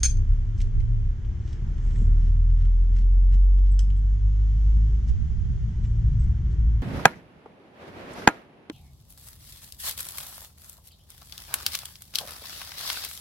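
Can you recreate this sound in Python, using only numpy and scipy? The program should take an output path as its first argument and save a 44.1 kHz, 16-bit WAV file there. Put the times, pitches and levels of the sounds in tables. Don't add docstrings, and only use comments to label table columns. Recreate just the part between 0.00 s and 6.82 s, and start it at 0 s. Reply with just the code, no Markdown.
import sys
import numpy as np
from scipy import signal
from scipy.fft import rfft, irfft, next_fast_len
from scipy.io import wavfile
from scipy.ndimage import map_coordinates

SR = 44100
rng = np.random.default_rng(int(sys.argv[2]) if len(sys.argv) > 2 else 0)


def master(y):
    cut = np.clip(np.atleast_2d(y).T, -1, 1)
    pcm = np.round(cut * 32767)
    wavfile.write(sys.argv[1], SR, pcm.astype(np.int16))


N = 300762

# freq_hz, correlation
AMBIENT_COHERENCE = [(60, 0.66), (130, 1), (270, 0.91), (580, 0.02), (1250, 0.038), (2660, 0.43),
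                     (5690, 0.26), (12100, 0.09)]
METAL_COHERENCE = [(1000, 0.72), (4000, 1), (6400, 0.72), (9000, 0.51)]
# freq_hz, left_minus_right_db
AMBIENT_PAN = [(60, 1.5), (110, 1), (200, 1.5), (350, 7.5), (640, 1), (1150, 1.5), (2070, 0.5), (3730, 0.5),
               (6730, -1.5), (12100, -1.5)]
METAL_PAN = [(1000, 2.5), (2000, -4), (4500, 0), (6400, 0), (8500, -5.5), (12000, -4)]


def amp(db):
    return 10 ** (np.asarray(db) / 20)


def unit(x):
    return x / np.sqrt(np.mean(x ** 2) + 1e-20)


def along(points, hz):
    freq_hz, values = np.transpose(points)
    return np.interp(np.log(hz + 1), np.log(freq_hz + 1), values)


def curves(rows):
    time_s, *columns = np.transpose(rows)
    return [np.interp(np.arange(N) / SR, time_s, column) for column in columns]


def wobble(knots_per_s):
    knots = rng.standard_normal(int(N * knots_per_s / SR) + 4)
    return map_coordinates(knots, [np.arange(N) * knots_per_s / SR])


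def rise(t, attack_s):
    return 1 - np.exp(-(t / attack_s) ** 2)


def fade(t, t60_s):
    return np.exp(-np.log(1000) * t / t60_s)


def bell(t, length_s):
    return np.exp(-2 * (t / length_s) ** 2)


def swells(rows):
    t = np.arange(N) / SR
    return sum(amp(level_db) * bell(t - centre_s, length_s) for centre_s, length_s, level_db in rows)


def add(track, start_s, sound):
    part = track[:, max(round(start_s * SR), 0):][:, :sound.shape[1]]
    part += sound[:, :part.shape[1]]


def noise(spectrum, coherence=AMBIENT_COHERENCE, pan=AMBIENT_PAN, size=N, tilt_db_per_oct=0):
    n_fft = next_fast_len(size)
    hz = np.fft.rfftfreq(n_fft, 1 / SR)
    width_rad = np.arccos(np.clip(along(coherence, hz), -1, 1)) / 2
    colour = amp(along(spectrum, hz) + tilt_db_per_oct * np.log2(hz + 1))
    mid, side = rfft(rng.standard_normal((2, n_fft))) * colour * [np.cos(width_rad), np.sin(width_rad)]
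    balance = amp(np.outer([.5, -.5], along(pan, hz)))
    return unit(irfft(np.array([mid + side, mid - side]) * balance, n_fft)[:, :size])


def ring(modes, t, width, scatter_db=1.5):
    hz, level_db, t60_s = np.transpose(modes)
    struck_db = level_db + scatter_db * rng.standard_normal(len(hz))
    stereo_db = struck_db + np.outer([.5, -.5], along(METAL_PAN, hz))
    apart_rad = width * np.arccos(np.clip(along(METAL_COHERENCE, hz), -1, 1))
    apart_rad *= rng.choice([-1, 1], len(hz))
    phase = rng.uniform(0, 2 * np.pi, len(hz)) + np.outer([.5, -.5], apart_rad)
    waves = np.sin(2 * np.pi * hz[:, None] * t + phase[..., None]) * fade(t, t60_s[:, None])
    return np.sum(amp(stereo_db)[..., None] * waves, axis=1)


def wrench():
    # start_s, clash_db, ring_db; row 0 is the faint high ringing just before the first strike
    clinks = [(.002, -41, -47.5), (0.0317, -21, -29.5), (.033, -15.5, -24.5), (.0384, -31, -30),
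              (.044, -28.5, -24), (.0505, -33, -31), (.054, -32.5, -23.5), (.0583, -31, -25),
              (.085, -48.5, -43), (.098, -51, -42), (.116, -58.5, -45.5), (.17, -62, -52)]
    gap_s, loss_db = .0183, 6
    bounces = [(.067 + k * gap_s, -47 - k * loss_db, -42 - k * loss_db) for k in range(7)]
    # freq_hz, density_db
    clash_spectrum = [(500, -19.5), (1000, -21), (1650, -3), (2000, -10), (2400, -2.5), (2750, -14),
                      (3300, -0.5), (3850, -7), (4600, -1.5), (5130, 3.5), (5650, -7.5), (6300, -2),
                      (6680, 4), (7400, -11.5), (8000, -5.5), (8950, 0), (9700, -7), (10300, -29),
                      (12000, -20), (16000, -43)]
    # freq_hz, level_db, t60_s
    puller_modes = [(1620, -15, .02), (2450, -18, .03), (3290, -14, .02), (4600, -17, .02),
                    (5110, -6, .022), (6560, -4, .024), (6730, -2.5, .018), (8880, -8, .05),
                    (9600, -15, .018)]
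    shank_modes = [(1530, -19, .06), (1593, -24, .08), (2299, -13, .06), (2503, -16, .24), (3289, -22, .05),
                   (3430, -23, .1), (4245, -11, .06), (4277, -17.5, .2), (4570, -12.5, .15),
                   (5158, -11, .075), (5995, -14, .16), (6230, -14, .14), (6346, 3, .165), (6386, -8, .24),
                   (6441, -8, .2), (6545, -9, .08), (6590, -13, .09), (6843, -13, .08), (7041, -23, .16),
                   (8495, -20, .08), (8910, -11.5, .115), (9320, -18, .07), (11300, -31, .11),
                   (11870, -30, .09), (12200, -34, .08), (15000, -34, .09)]
    out, t = np.zeros((2, N)), np.arange(SR // 3) / SR
    onset = rise(t, attack_s=.0003)
    burst_decay = fade(t, t60_s=.009) + amp(-15) * fade(t, t60_s=.18)
    damping = amp(-9 * rise(t, attack_s=.011))
    for start_s, clash_db, ring_db in clinks + bounces:
        burst = burst_decay * noise(clash_spectrum, METAL_COHERENCE, METAL_PAN, len(t))
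        clash = amp(-2) * burst + ring(puller_modes, t, width=1.25)
        shank = damping * ring(shank_modes, t, width=1.25)
        add(out, start_s, onset * (amp(clash_db) * clash + amp(ring_db) * shank))
    return out


def yard_echo(x):
    # freq_hz, t60_s
    decay_times = [(500, 0.19), (6000, 0.27), (12000, 0.17)]
    hz, t, bands = signal.stft(rng.standard_normal((2, SR // 2)), SR, nperseg=256)
    tail = signal.istft(bands * fade(t, along(decay_times, hz)[:, None]), SR, nperseg=256)[1]
    return signal.fftconvolve(x, tail / np.linalg.norm(tail[0]), axes=1)[:, :N]


def engine():
    # time_s, firing_hz
    speed = [(0, 32), (.6, 33.7), (1.7, 38.4), (2.55, 41.3), (3.1, 44.2), (4.15, 49.4), (5.1, 53.3),
             (5.6, 54.8), (6.82, 55.2)]
    # time_s, level_db
    firing_levels = [(0, -32), (.15, -23), (.38, -21.5), (.52, -30), (.65, -22.5), (.92, -28.5),
                     (1.08, -23), (1.25, -42), (1.42, -43.5), (1.7, -27.5), (2.1, -17), (2.9, -17.5),
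                     (3.45, -14), (4.1, -19.5), (4.8, -17.5), (5.15, -23.5), (5.5, -41), (5.95, -24.5),
                     (6.2, -23.5), (6.45, -32), (6.68, -18.5), (6.82, -24.5)]
    # time_s, second_db, third_db
    overtone_levels = [(0, -23, -46), (.25, -27.5, -32), (.4, -37, -39.5), (.62, -41, -32.5),
                       (1.02, -42.5, -33.5), (1.15, -36, -38), (1.5, -38, -41.5), (1.75, -33.5, -39),
                       (2.1, -30.5, -36), (2.35, -25, -38), (2.55, -30, -40), (2.7, -32, -44.5),
                       (3.05, -33.5, -56), (3.35, -38.5, -53), (3.8, -42.5, -51), (4.1, -34, -51.5),
                       (4.65, -33.5, -47), (5.05, -35, -52), (5.55, -42, -42), (5.85, -30, -46.5),
                       (6.15, -30.5, -43.5), (6.82, -34.5, -48)]
    # centre_s, length_s, level_db
    fourth_swell = [(4.5, 0.64, -52)]
    smoothing_hz, jitter_hz = 4.77, 1.973
    flutter_db, waver_db, surge_db = .5, 1.7, 3.5
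    firing_hz, = curves(speed)
    lumpiness = np.exp((firing_hz[0] - firing_hz) / smoothing_hz)
    pitch_hz = firing_hz + jitter_hz * lumpiness * wobble(12)
    phase = 2 * np.pi * np.cumsum(pitch_hz) / SR + np.array([[.1], [-.1]])
    first = amp(curves(firing_levels)[0] + flutter_db * wobble(9))
    second, third = amp(curves(overtone_levels))
    overtones = [gain * amp(waver_db * wobble(9)) for gain in (second, third, swells(fourth_swell))]
    surge = amp(surge_db * lumpiness * wobble(22))
    return surge * sum(np.sqrt(2) * gain * np.sin(k * phase + rng.uniform(0, 2 * np.pi))
                       for k, gain in enumerate([first] + overtones, 1))


def traffic():
    # time_s, level_db
    rumble_levels = [(0, -30), (.7, -30), (1.15, -31.5), (1.37, -29), (1.7, -29.5), (2.1, -28),
                     (2.6, -31.5), (3.0, -31.5), (3.45, -36.5), (4.1, -32), (4.7, -29), (5.15, -29.5),
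                     (5.6, -26), (6.1, -25.5), (6.45, -26.5), (6.82, -28)]
    rush_levels = [(0.25, -64), (1.06, -64.5), (1.52, -61.5), (1.88, -60.5), (2.39, -65), (3.86, -67),
                   (4.78, -63.5), (5.42, -64), (6.7, -62.5)]
    # freq_hz, density_db
    rumble_spectrum = [(15, -10), (28, -4.5), (50, 2.5), (70, -2.5), (95, -5.5), (120, -9), (150, -13),
                       (175, -21.5), (210, -19), (250, -34), (400, -53), (1500, -140)]
    tyre_spectrum = [(100, -27), (205, 3), (260, -2), (360, -0.5), (450, -8.5), (560, -17), (900, -27),
                     (2000, -62.5), (6000, -120)]
    air_spectrum = [(200, -21), (600, 1), (1000, 0.5), (1600, 0), (2150, -2.5), (2550, -9), (3150, -10),
                    (4200, -21.5), (8000, -46.5), (13000, -76)]
    rumble_coherence = [(30, 1), (70, .98), (130, 1), (300, .63)]  # freq_hz, correlation
    rumble_db = curves(rumble_levels)[0] + 1.7 * wobble(17)
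    rush_db, = curves(rush_levels)
    rumble = amp(rumble_db) * noise(rumble_spectrum, rumble_coherence)
    tyres = amp(rush_db + 10 + 1.3 * wobble(4)) * noise(tyre_spectrum)
    air = amp(rush_db + 2.5 + .2 * wobble(3.7)) * noise(air_spectrum)
    return rumble + tyres + air


def outdoor_hiss():
    # time_s, level_db
    levels = [(.3, -67.5), (1.1, -69.5), (1.7, -66.5), (2.4, -68.5), (3.2, -69), (3.9, -68.5), (4.6, -64.5),
              (5.4, -66), (6.1, -66.5), (6.7, -68.5)]
    # freq_hz, density_db
    spectrum = [(1800, -30.5), (2600, -4.5), (3150, 2.5), (3800, -5), (4600, -5), (6200, -0.5),
                (7200, -5.5), (8500, -18.5), (11000, -24), (13000, -42.5)]
    return amp(curves(levels)[0]) * noise(spectrum)


def axle_scrapes():
    # centre_s, length_s, level_db, tilt_db_per_oct
    strokes = [(0.589, 0.031, -60.5, 7.5), (1.501, 0.091, -62.5, 2.5), (1.931, 0.26, -67.5, 5.5),
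               (2.25, 0.1, -64.5, 0.5), (2.613, 0.042, -63, -2), (2.983, 0.067, -61, 0),
               (3.336, 0.032, -59, -1.5), (3.67, .056, -67, -1), (5.089, 0.024, -57.5, 4.5),
               (5.849, 0.025, -61, -2), (6.22, .055, -67.5, 3.5), (6.528, 0.04, -66.5, 3)]
    # freq_hz, density_db
    rasp_spectrum = [(600, -17), (1500, -1.5), (1950, 5), (2350, -3.5), (2900, 4.5), (3500, -3), (4300, -3),
                     (4850, -5.5), (5400, 2.5), (5950, -3.5), (6400, -1.5), (7300, -9.5), (7800, -7.5),
                     (8400, -21), (12000, -35.5), (16000, -59.5)]
    slip_db, slips_per_s = 2.3, 450
    out, t = np.zeros((2, N)), np.arange(-SR // 3, SR // 3) / SR
    for centre_s, length_s, level_db, tilt_db_per_oct in strokes:
        rasp = noise(rasp_spectrum, METAL_COHERENCE, METAL_PAN, len(t), tilt_db_per_oct)
        add(out, centre_s + t[0], amp(level_db) * bell(t, length_s) * rasp)
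    return out * unit(amp(slip_db * wobble(slips_per_s)))


def crank_knocks():
    # start_s, contact_db, ring_re_contact_db, spot_hz, spot_db
    knocks = [(.604, -44, -20, 2180, 17), (.6148, -42.5, -14, 5970, 7), (.8028, -50.5, -18, 2100, 12),
              (.8145, -58, -12, 6200, 14), (1.249, -55.5, -18, 2970, 4), (1.477, -54, -17, 3100, 7),
              (1.5295, -51.5, -11, 5300, 9), (1.781, -55, -20, 1900, 6), (1.851, -57, -18, 3300, 3),
              (1.863, -57, -15, 5600, 6), (1.908, -55, -18, 3100, 5), (1.959, -51.5, -20, 2010, 8),
              (1.984, -57, -18, 6500, 6), (2.273, -58, -18, 3000, 4), (2.503, -56, -18, 3000, 5),
              (2.582, -58, -18, 2000, 5), (2.618, -56.5, -17, 2000, 5), (2.6525, -54.5, -15, 2930, 5),
              (2.963, -54.5, -14, 2010, 8), (2.985, -53, -13, 5450, 9), (3.344, -52, -12, 1930, 11),
              (3.361, -57.5, -18, 2900, 9), (3.5835, -54.5, -20, 2900, 8), (3.7913, -42, -0.5, 5200, 8),
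              (3.803, -54, -6, 8000, 18), (3.817, -61, -5, 6200, 9), (3.9025, -51, -24, 2970, 12),
              (3.9625, -58, -16, 5800, 5), (5.093, -56, -14.5, 6000, 3), (5.851, -55, -15, 3720, 6)]
    # freq_hz, density_db
    knock_spectrum = [(400, -21.5), (1000, -3.5), (1500, -0.5), (2150, 1.5), (2550, -1.5), (3100, 3),
                      (4200, -4.5), (5900, -6), (7400, -9), (8600, -22), (10200, -26), (13000, -44.5),
                      (16000, -57.5)]
    # freq_hz, level_db, t60_s
    crank_modes = [(1500, -5, .035), (2990, -2.5, .04), (3270, -8, .06), (3850, -10, .025),
                   (4620, -11, .05), (5100, -3.5, .068), (5290, 3, .036), (5500, -6, .035),
                   (6056, -1.5, .072), (6220, -4.5, .08), (7386, -11, .08), (7850, -6, .08),
                   (8296, -12, .08), (8700, -15, .06), (9750, -14, .05), (10250, -16, .05),
                   (12150, -14, .045), (12850, -23, .03)]
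    out, t = np.zeros((2, N)), np.arange(SR // 4) / SR
    onset = rise(t, attack_s=.00029)
    knock_decay = fade(t, t60_s=.031) + amp(-23) * fade(t, t60_s=.28)
    damping = amp(-7 * rise(t, attack_s=.0065))
    hz, spot_half_width_hz = np.geomspace(100, SR / 2, 400), 210
    for start_s, contact_db, ring_re_contact_db, spot_hz, spot_db in knocks:
        peak_db = spot_db / (1 + ((hz - spot_hz) / spot_half_width_hz) ** 2)
        spectrum = np.column_stack([hz, along(knock_spectrum, hz) + peak_db])
        tilt_db_per_oct = .86 * (contact_db + 51)
        burst = noise(spectrum, METAL_COHERENCE, METAL_PAN, len(t), tilt_db_per_oct)
        knock = amp(.5) * knock_decay * burst
        body = amp(ring_re_contact_db + 3) * damping * ring(crank_modes, t, width=1.7)
        ping = amp(-26.5) * chainring(t, width=1.3)
        add(out, start_s, amp(contact_db) * onset * (knock + body + ping))
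    return out


def chainring(t, width):
    # freq_hz, level_db, t60_s
    modes = [(7815, -10, .13), (7770, -1, .15)]
    return ring(modes, t, width)


def ground_bumps():
    # centre_s, length_s, level_db
    bumps = [(.63, 0.055, -47.5), (1.95, 0.058, -41.5), (2.025, 0.038, -34), (2.08, 0.035, -40),
             (2.97, 0.085, -44.5)]
    # freq_hz, density_db
    thud_spectrum = [(60, -12), (150, -6.5), (200, 4.5), (230, -1.5), (275, -26), (320, -21.5), (420, -17),
                     (505, -16.5), (570, -41.5), (3000, -120)]
    return swells(bumps) * noise(thud_spectrum)


def wind():
    # centre_s, length_s, level_db
    puffs = [(.67, .06, -21), (.82, .11, -20.5), (1.0, .073, -27), (5.11, .045, -18), (5.19, .1, -20),
             (5.39, .1, -18.5), (5.58, .13, -26)]
    # freq_hz, density_db
    buffet_spectrum = [(15, -7), (35, -14), (65, 2.5), (85, 0), (120, -13.5), (170, -27), (260, -45),
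                       (600, -81), (2000, -140)]
    buffet = noise(buffet_spectrum, coherence=[(50, .028)], pan=[(50, .0019)])
    return swells(puffs) * buffet * amp([[-18], [0]])


def chainring_brushes():
    # centre_s, length_s, level_db
    rubs = [(1.86, .08, -71), (2.0, .09, -65), (2.99, .05, -73), (3.345, .025, -71), (5.86, .035, -67)]
    # freq_hz, density_db
    shimmer_spectrum = [(5500, -24.5), (6900, -3), (7450, -6.5), (7730, 1), (7980, -9.5), (8400, -42),
                        (12000, -89)]
    return swells(rubs) * noise(shimmer_spectrum, METAL_COHERENCE, METAL_PAN)


def chainring_pings():
    # start_s, level_db
    taps = [(3.7145, -57.5), (3.803, -55), (3.9635, -61.5), (6.195, -58.5), (6.235, -63)]
    out, t = np.zeros((2, N)), np.arange(SR // 4) / SR
    for start_s, level_db in taps:
        add(out, start_s, amp(level_db) * rise(t, attack_s=.0018) * chainring(t, width=.65))
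    return out


def traffic_hum(pitch_hz=68.5, waver_hz=.69):
    # centre_s, length_s, level_db
    swell = [(6.25, 0.75, -26.5)]
    phase = 2 * np.pi * np.cumsum(pitch_hz + waver_hz * wobble(6.5)) / SR
    return swells(swell) * (np.sin(phase) + amp(-6.5) * np.sin(2 * phase))


def scene():
    tool = wrench()
    bicycle = crank_knocks() + axle_scrapes() + chainring_brushes() + chainring_pings()
    echo = yard_echo(amp(-13.5) * tool + amp(-10.5) * bicycle)
    near = tool + bicycle + echo + ground_bumps() + wind()
    return near + engine() + traffic_hum() + traffic() + outdoor_hiss()


def record(dry):
    cutoff_hz = 16400
    eased = dry * rise(np.arange(N) / SR, attack_s=.006)
    n_fft = next_fast_len(N + SR // 2)
    passband = np.fft.rfftfreq(n_fft, 1 / SR) < cutoff_hz
    return irfft(rfft(eased, n_fft) * passband, n_fft)[:, :N]


dry = scene()
out = record(dry)
master(out)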